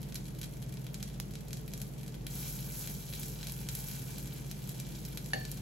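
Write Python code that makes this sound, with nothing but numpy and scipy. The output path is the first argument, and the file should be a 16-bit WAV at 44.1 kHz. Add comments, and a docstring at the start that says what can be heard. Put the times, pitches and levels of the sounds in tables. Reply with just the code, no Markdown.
"""Batter spooned into a hot, greased dimpled pan fries: random bursts of steam bubbles, shaped into sizzle and fizz,
swell as each fresh spoonful lands. Ticks of spitting fat and the spoon are smeared clicks with a short ring;
the spoon snaps off the rim of a glass bowl and finally knocks on it, exciting decaying modes. The hum of a fan,
wavering tones over shaped noise, lies beneath. Echoes of the hob and a tiled kitchen reach two microphones."""
import sys
import numpy as np
from scipy import signal
from scipy.fft import rfft, irfft, next_fast_len
from scipy.io import wavfile

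SR = 44100
rng = np.random.default_rng(int(sys.argv[2]) if len(sys.argv) > 2 else 0)


def wav_record(signal):
    """Record a signal, one row per channel, as 16-bit PCM in the file named by sys.argv[1]."""
    frames = np.transpose(np.atleast_2d(signal))
    bounded = np.clip(frames, -1, 1)
    # unit amplitude maps onto the largest positive 16-bit level
    quanta = np.round(bounded * 32767).astype(np.int16)
    wavfile.write(sys.argv[1], SR, quanta)


N = 247401
TIME = np.arange(N) / SR

# spectral shaping of the frying fat: (frequency [Hz], relative gain [dB])
SIZZLE_SHAPE = [(700, -13), (1400, -7.5), (2000, -5), (2500, 0), (4000, 1), (7000, 1.5), (9500, -4.5),
                (16000, -4)]
# spectral shaping of the fine fizz of steam: (frequency [Hz], relative gain [dB])
FIZZ_SHAPE = [(3000, -22), (6000, -3), (8000, -5), (9600, -4.5), (12500, 2.5), (15500, 7.5)]


def frying(level_db, spectrum, per_s, spread_db, flutter_db, count=2):
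    """Shot noise: the more water meets the fat, the denser and louder the bursts; each group of dimples echoes."""
    activity = from_db(level_db - level_db.max())
    dimples = 0
    for _ in range(count):
        flutter = from_db(flutter_db * drift(14))
        grains = bursts(per_s / count * activity * flutter, spread_db)
        grains = grains / np.sqrt(activity)   # even out the power; the level is set below
        dimples = dimples + kitchen(pitched(grains), counter_db=-2.0, room_db=-1.5)
    return from_db(level_db) * coloured(pan(dimples, ring_db=3.5), spectrum)


def bursts(per_s, spread_db):
    """Poisson process: tiny steam bubbles burst at random, most of them weak and a few strong."""
    at = np.flatnonzero(rng.random(N) < per_s / SR)
    sizes = np.minimum(rng.exponential(1, N), 5)[at]
    signs = rng.choice([-1, 1], N)[at]
    out = np.zeros(N)
    out[at] = from_db(spread_db * sizes) * signs
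    return out


BUBBLE_LOW_HZ, BUBBLE_HIGH_HZ = 915, 17500   # range of pitches at which the bubbles burst


def pitched(clicks, count=8):
    """Impulse response of a band-pass: each burst rings for a few cycles in one of several bands."""
    edges = np.geomspace(BUBBLE_LOW_HZ, BUBBLE_HIGH_HZ, count + 1)
    dealt = rng.integers(0, count, N)
    return sum(band(clicks * (dealt == k), edges[k], edges[k + 1]) for k in range(count))


# batter sliding onto hot fat, levels before the mixing gains:
# (time [s], flowing time [s], sizzle level [dB], fizz level [dB])
POURS = [(2.285, .13, -47.5, -43), (2.679, 0.12, -51, -45.5), (3.089, .15, -54, -48),
         (3.42, 0.062, -65, -53.5), (3.679, 0.22, -52.5, -48)]
# steady frying of the dumplings already in the pan and of the new one [dB before the mixing gains]
OLD_SIZZLE_DB, OLD_FIZZ_DB, NEW_SIZZLE_DB, NEW_FIZZ_DB = -63, -63, -53.5, -58.5
# time constants [s]; the fizz of steam dies sooner than the sizzle of the fat
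LANDING_S, FLARE_ATTACK_S, SIZZLE_RELEASE_S, FIZZ_RELEASE_S = .008, .06, .38, .32


def frying_levels():
    """Incoherent sources add in power: old dumplings, the new one and the flares, in dB."""
    starts, _, sizzle_db, fizz_db = np.transpose(POURS)
    landed = 1 - np.exp(-np.maximum(TIME - starts[0], 0) / LANDING_S)
    sizzle = from_db(OLD_SIZZLE_DB) ** 2 + landed * from_db(NEW_SIZZLE_DB) ** 2
    sizzle = sizzle + flares(sizzle_db, SIZZLE_RELEASE_S)
    fizz = from_db(OLD_FIZZ_DB) ** 2 + landed * from_db(NEW_FIZZ_DB) ** 2
    fizz = fizz + flares(fizz_db, FIZZ_RELEASE_S)
    return 10 * np.log10(sizzle), 10 * np.log10(fizz)


def flares(levels_db, release_s):
    """Exponential relaxation: the power of each pour swells, holds while batter flows, then boils off."""
    power = 0
    for (s, flow_s, *_), db in zip(POURS, levels_db):
        t = np.maximum(TIME - s, 0)
        swell = 1 - np.exp(-t / FLARE_ATTACK_S)
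        boil_off = np.exp(-np.maximum(t - flow_s, 0) / release_s)
        power = power + (from_db(db) * swell * boil_off) ** 2
    return power


# loudest ticks of spitting fat and the spoon, levels before ringing, echoes, pan and mixing gain:
# (time [s], body level [dB], middle level [dB], top level [dB], ring frequency [Hz])
TICKS = [(0.0169, -64, -64, -53, 4720), (0.0296, -57, -54.0, -52, 3300), (0.1229, -52, -55, -58.5, 6300),
         (0.1438, -55.0, -53, -44, 6700), (0.1545, -51.0, -45, -49, 5400),
         (0.1568, -48.5, -43.5, -46.0, 4100), (0.2546, -59, -55, -58.0, 4000),
         (0.349, -62.0, -62.0, -61.0, 3900), (0.4143, -51.5, -46, -46.5, 3300),
         (0.4306, -50, -49, -50.0, 3900), (0.4376, -54, -50.5, -51.5, 3300), (0.4426, -55, -51, -50, 6300),
         (0.569, -62.0, -58.5, -61.0, 7100), (0.625, -56, -53, -53.0, 3300),
         (0.7396, -59.0, -56.0, -56.0, 8000), (0.7706, -53.5, -58, -60, 5300),
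         (0.8664, -52, -56, -55.0, 3300), (0.9429, -49, -45.0, -48, 7340), (1.0043, -56, -62, -62.0, 3300),
         (1.0273, -47.0, -42.5, -47, 6200), (1.0356, -59, -55, -58.5, 7600),
         (1.0996, -58, -64, -62.0, 3380), (1.3098, -62.0, -62.0, -59.0, 7800),
         (1.3366, -57, -54, -59.5, 7400), (1.3536, -52, -50.5, -57, 3600),
         (1.4834, -62.0, -57.5, -56.5, 7400), (1.5068, -56, -54, -58, 2400),
         (1.5302, -48.0, -43, -45.5, 6200), (1.5706, -59, -52, -53, 4380),
         (1.6786, -54.5, -57, -49.0, 2400), (1.7174, -62.0, -62.0, -62.0, 6500),
         (1.736, -50, -46, -45.5, 6000), (1.7764, -58.5, -52.0, -50, 7100),
         (1.8016, -58, -56.5, -55.0, 7300), (1.8159, -51.5, -46, -43, 7400), (2.0316, -57, -58, -55, 2400),
         (2.0626, -62.0, -58.5, -58.0, 7400), (2.079, -55, -55, -53.5, 7700),
         (2.1426, -55.5, -59, -63, 3200), (2.2666, -46.5, -46.5, -44, 3200), (2.6066, -65, -60, -46, 7600),
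         (2.8735, -49, -47.5, -43.5, 7600), (3.1266, -50, -61.0, -54.0, 4000),
         (3.1356, -46.5, -50, -47.5, 3900), (3.2319, -49.5, -46, -49.0, 7800),
         (3.4294, -46.5, -49, -62.0, 4000), (3.4695, -49.0, -44, -47.0, 4000),
         (3.4963, -51, -48.5, -50, 7700), (3.5206, -59, -51, -42, 8000), (3.6876, -43.0, -40, -44, 7300),
         (3.7511, -53.0, -44, -38, 7300), (3.7706, -60, -53.0, -46.5, 7300),
         (3.8846, -53, -54.5, -43, 5100), (3.9131, -54.0, -50, -46.0, 5000),
         (4.1826, -59, -52.5, -45.5, 7700), (4.2728, -63, -50.5, -53, 6200),
         (4.3286, -62, -59, -55.0, 7100), (4.5129, -49.5, -48.5, -45, 6000),
         (4.6739, -64, -54, -51.0, 7700), (4.6921, -58, -49.5, -44, 7800), (4.7996, -55, -44.5, -45, 7500),
         (5.0509, -53.5, -47.5, -48, 5400), (5.1732, -46, -44.5, -43.5, 4000),
         (5.2596, -57, -51.5, -48.5, 7100), (5.4509, -49.5, -46.0, -55, 4500),
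         (5.5151, -57, -45, -42, 7700)]
# body, middle and top of a tick: (low edge [Hz], high edge [Hz])
TICK_BANDS = [(1850, 5430), (4200, 9600), (10300, 14600)]


def spits(count=4):
    """Impulsive sources: ticks come from several spots round the hob, each with its own scatter of echoes."""
    out = 0
    for k in range(count):
        spot = np.zeros(N)
        for s, *levels, hz in TICKS[k::count]:
            click = snap([(*edges, db) for edges, db in zip(TICK_BANDS, levels)])
            add(spot, s, ringing(click, hz))
        out = out + kitchen(echoed(spot), counter_db=-2.5, room_db=-3)
    return pan(out, ring_db=1.0)


SNAP_WINDOW_S = .01
SNAP_SMEAR_HZ = 1460   # greatest width of the scattering resonances that smear a snap
CUTOFF_HZ = 15750   # upper limit of the scattering resonances and of the final low-pass


def snap(bands, count=16):
    """All-pass dispersion smears a broadband click; band levels are rms over the snap window."""
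    size = int(SNAP_WINDOW_S * SR)
    hz = np.maximum(np.fft.rfftfreq(size, 1 / SR), 1)
    power = 0
    for low, high, db in bands:
        shape = 1 / (1 + ((hz ** 2 - low * high) / (hz * (high - low))) ** 4)
        power = power + from_db(db) ** 2 * shape / shape.mean()
    spectrum = np.sqrt(power * size)
    delay = np.exp(-2j * np.pi * hz / SR)   # one sample
    for centre in (np.arange(count) + rng.random(count)) * CUTOFF_HZ / count:
        width = SNAP_SMEAR_HZ * rng.uniform(0.035, 1)
        pole = np.exp((2j * np.pi * centre - np.pi * width) / SR)
        section = (1 - pole * delay) * (1 - np.conj(pole) * delay)
        spectrum = spectrum * delay ** 2 * np.conj(section) / section
    return irfft(spectrum, size)


TICK_RING_DB, TICK_RING_Q = -2.5, 8.9   # gain at the resonance relative to the click


def ringing(click, hz):
    """Resonance: lift one short ring out of a click, keeping its energy."""
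    ring = signal.lfilter(*signal.iirpeak(hz, TICK_RING_Q, SR), click)
    rung = click + from_db(TICK_RING_DB) * ring
    return rms_one(rung) * np.sqrt(np.mean(click ** 2))


# first echoes of a tick, off the hob and the wall: (delay [s], level [dB])
ECHOES = [(.0015, -21), (.0058, -16.5)]


def echoed(x):
    """Specular reflection: hob and wall each throw a tick back once."""
    return x + sum(from_db(db) * np.interp(TIME - delay_s, TIME, x) for delay_s, db in ECHOES)


def crackle(per_s, spread_db):
    """Sparse Poisson impulses: faint stray pops of fat between the louder ticks."""
    pops = band(bursts(per_s, spread_db), low_hz=2440, high_hz=15000)
    return kitchen(pan(pops, ring_db=4.0), counter_db=6.0, room_db=-14)


# resonances that colour what sounds in the pan: (frequency [Hz], width [Hz], relative strength [dB])
PAN = [(873, 200, 8), (1468, 160, 2), (2330, 87, -1), (3230, 180, -5), (3930, 260, -6.5), (8170, 480, -1.5),
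       (10000, 250, -27), (10900, 1030, -8)]


def pan(x, ring_db):
    """Modal resonance: the pan adds its short rings in parallel with the direct sound."""
    rings = 0
    for hz, width, db in PAN:
        rings = rings + from_db(db + ring_db) * signal.lfilter(*signal.iirpeak(hz, hz / width, SR), x + 1e-18)
    return x + rings


# direct snap on the rim: (low edge [Hz], high edge [Hz], left level [dB], right level [dB])
RIM_CLICK = [(480, 1700, -54, -44.5), (1900, 12000, -41.5, -39.5), (10300, 20000, -45.5, -44)]
RIM_S = 1.2


def rim_click():
    """Impulsive release: the loaded spoon lifts off the bowl's rim; the body is heard mostly on the right."""
    click = np.zeros((2, N))
    for side in range(2):
        bands = [(low, high, levels[side]) for low, high, *levels in RIM_CLICK]
        add(click[side], RIM_S, snap(bands, count=12))
    upper = band(click[0], low_hz=2500, high_hz=18000)
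    return click + from_db(-19.5) * kitchen(upper, counter_db=14.5, room_db=13.5)


# modes of the glass bowl of batter; strong ones die fast and leave faint twins that beat on:
# (frequency [Hz], relative level [dB], 60 dB decay time [s])
BOWL = [(215, -4, .08), (321, -9, .22), (398, -11, .1), (500, -12, .3), (598, -11, .33), (705, -5, .06),
        (764, -4, .3), (1745, -8, .4), (1770, 7, .075), (1792, -11, .34), (1870, -10, .14), (2150, -9, .07),
        (2790, -1, .04), (2960, -11, .06), (3500, -4, .04), (3970, -10, .06), (4440, -14, .48),
        (4485, 2, .045), (4522, -15, .42), (6080, -8, .035), (6520, -6, .065), (8350, -12, .05),
        (11180, -3, .05)]
KNOCK_S, KNOCK_DB = 5.3335, -34.5   # onset; reference gain of modes, crack and thud
BOWL_APART_RAD = 1.69   # the ring reaches the two microphones out of step


def bowl(rise_s, crack_db, crack_s, thud_db, thud_s, rough):
    """Modal decay: the spoon strikes and chatters on the glass, damped by batter; the hob thuds beneath."""
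    t = np.maximum(TIME - KNOCK_S, 0)
    apart = np.array([[0], [BOWL_APART_RAD]])
    modes = 0
    for hz, db, t60 in BOWL:
        chatter = 1 + rough * (drift(45) + 1j * drift(45))
        level = from_db(db - 60 * t / t60) * np.abs(chatter)
        modes = modes + level * np.sin(2 * np.pi * hz * t + apart + np.angle(chatter))
    contact = diffuse(N)
    crack = band(contact * np.exp(-t / crack_s), low_hz=2400, high_hz=7000)
    thud = band(contact * t / thud_s * np.exp(1 - t / thud_s), low_hz=170, high_hz=610)
    attack = 1 - np.exp(-t / rise_s)   # batter on the spoon cushions the blow
    return from_db(KNOCK_DB) * attack * (modes + from_db(crack_db) * crack + from_db(thud_db) * thud)


# rotor and motor tones: (frequency [Hz], rms level [dB], waver depth [0-1])
FAN_LINES = [(48.6, -50, 0.23), (100.3, -64.5, 0.3), (128.16, -48, 0.07), (145.8, -48.5, 0.08),
             (167.2, -53.5, 0), (246, -67, 0.54), (312.5, -66.5, 1), (435.7, -66, 0.7)]
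# air rushing through the fan: (frequency [Hz], relative spectral level [dB per Hz])
FAN_AIR = [(25, -38), (45, -12.5), (62, -7.5), (84, -16), (110, -5.5), (130, -2), (152, -10.5), (174, -10),
           (194, 0), (235, -13), (500, -19), (880, -27.5), (1150, -32.5), (16000, -44.5)]
FAN_AIR_DB = -46   # rms


def fan():
    """Tonal and broadband fan noise: lines waver in strength and phase over rushing air."""
    hum = 0
    for hz, db, waver in FAN_LINES:
        wobble = 1 + waver * (drift(2.74) + 1j * drift(4.3))
        swing = wobble * np.exp(2j * np.pi * (hz * TIME + rng.random()))
        hum = hum + from_db(db) * rms_one(swing.real)
    return hum + from_db(FAN_AIR_DB) * coloured(diffuse(N), FAN_AIR)


KITCHEN_T60_S, COUNTER_T60_S = 0.24, 0.051   # decay of the tiled room and of echoes off hob and wall


def kitchen(x, counter_db, room_db):
    """Superposition: direct sound, quick echoes off hob and wall, and the tail of the tiled room."""
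    near = reflections(x, COUNTER_T60_S, gap_s=.0007)
    far = band(reflections(x, KITCHEN_T60_S, gap_s=0.0056), low_hz=121, high_hz=10800)
    return x + from_db(counter_db) * near + from_db(room_db) * far


def reflections(x, t60, gap_s):
    """Exponential reverberation: dense echoes start after a gap and die away; mean energy per channel is 1."""
    t = TIME[:int(t60 * SR)]
    response = diffuse(len(t)) * from_db(-60 * t / t60) * (t > gap_s)
    response = response / np.sqrt(np.sum(response ** 2) / 2)
    return signal.fftconvolve(np.atleast_2d(x), response, axes=1)[:, :N]


# likeness of the two channels in a diffuse sound: (frequency [Hz], correlation [-1 to 1])
LIKENESS = [(60, 0.82), (130, 0.88), (200, 0.57), (300, 0.38), (600, -0.037), (1300, -0.063), (2600, 0.23),
            (4000, 0.095), (5200, -0.44), (6500, 0.13), (8000, -0.75)]


def diffuse(size):
    """Spatial coherence: white noise in two channels, with a likeness that depends on frequency."""
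    padded = next_fast_len(size)
    alike = np.clip(at_hz(LIKENESS, np.fft.rfftfreq(padded, 1 / SR)), -1, 1)
    mid, side = rfft(rng.standard_normal((2, padded)))
    pair = np.sqrt(1 + alike) * mid + np.sqrt(1 - alike) * side * [[1], [-1]]
    return irfft(pair, padded)[:, :size] / np.sqrt(2)


def coloured(x, spectrum):
    """Linear filtering: weight a sound by a spectrum without shifting phase; rms 1."""
    size = next_fast_len(N)
    gain = from_db(at_hz(spectrum, np.fft.rfftfreq(size, 1 / SR)))
    return rms_one(irfft(rfft(x, size) * gain, size)[..., :N])


def band(x, low_hz, high_hz):
    """Causal band-pass filtering."""
    high_hz = min(high_hz, .45 * SR)
    sos = signal.butter(2, [min(low_hz, high_hz / 2), high_hz], "band", fs=SR, output="sos")
    return signal.sosfilt(sos, x + 1e-18)


def drift(rate):
    """Low-pass random process: slow wandering of rms about 1, with two equal poles at rate [Hz]."""
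    step = 40   # samples between computed points
    r = np.exp(-2 * step * np.pi * rate / SR)
    noise = rng.standard_normal(N // step + 2002)
    slow = signal.lfilter([1], [1, -2 * r, r * r], noise)[2000:]   # skip the settling
    return np.interp(np.arange(N) / step, np.arange(len(slow)), rms_one(slow))


def at_hz(points, hz):
    """Logarithmic pitch scale: read a spectrum on a log-frequency axis."""
    f, value = np.transpose(points)
    return np.interp(np.log(np.maximum(hz, 1)), np.log(f), value)


def from_db(db):
    """Level to amplitude ratio: decibels to gain."""
    return 10 ** (np.asarray(db) / 20)


def rms_one(x):
    """Normalisation of mean power: scale to unit rms."""
    return x / np.sqrt(np.mean(x ** 2) + 1e-20)


def add(out, s, sound):
    """Superposition: mix a short sound in at a time."""
    at = int(s * SR)
    out[at:at + len(sound)] += sound[:N - at]


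def scene():
    """Superposition of frying, ticks, the spoon on the bowl, and the fan."""
    sizzle_db, fizz_db = frying_levels()
    surge = from_db(0.21 * drift(17.0))   # the whole pan flares and settles
    sizzle = from_db(-2.0) * frying(sizzle_db, SIZZLE_SHAPE, per_s=10000, spread_db=5.0, flutter_db=3.0)
    fizz = from_db(2.0) * frying(fizz_db, FIZZ_SHAPE, per_s=26000, spread_db=5.0, flutter_db=2.0)
    pops = from_db(-4.0) * spits() + from_db(-37.5) * crackle(per_s=18, spread_db=1.5)
    knock = bowl(rise_s=0.00035, crack_db=4, crack_s=0.0045, thud_db=3.5, thud_s=0.013, rough=0.45)
    knock = kitchen(knock, counter_db=-17, room_db=-8)
    return surge * (sizzle + fizz) + pops + rim_click() + knock + fan()


MERGE_HZ = 8000   # above this the right channel is mostly the delayed left
TREBLE_LAG_S = .00017   # the right channel repeats the left this much later


def record(dry):
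    """Interchannel delay: in the treble the right mostly repeats the left a little later; the top is cut."""
    size = next_fast_len(N + 2048)
    hz = np.fft.rfftfreq(size, 1 / SR)
    left, right = rfft(dry, size)
    merged = .96 / (1 + (MERGE_HZ / np.maximum(hz, 1)) ** 16)   # shared part of the power
    late_left = left * np.exp(-2j * np.pi * hz * TREBLE_LAG_S)
    right = np.sqrt(1 - merged) * right + np.sqrt(merged) * late_left
    pair = irfft(np.array([left, right]), size)[:, :N]
    low_pass = signal.ellip(10, .2, 70, CUTOFF_HZ, fs=SR, output="sos")
    return signal.sosfilt(low_pass, pair)


dry = scene()
out = record(dry)
wav_record(out)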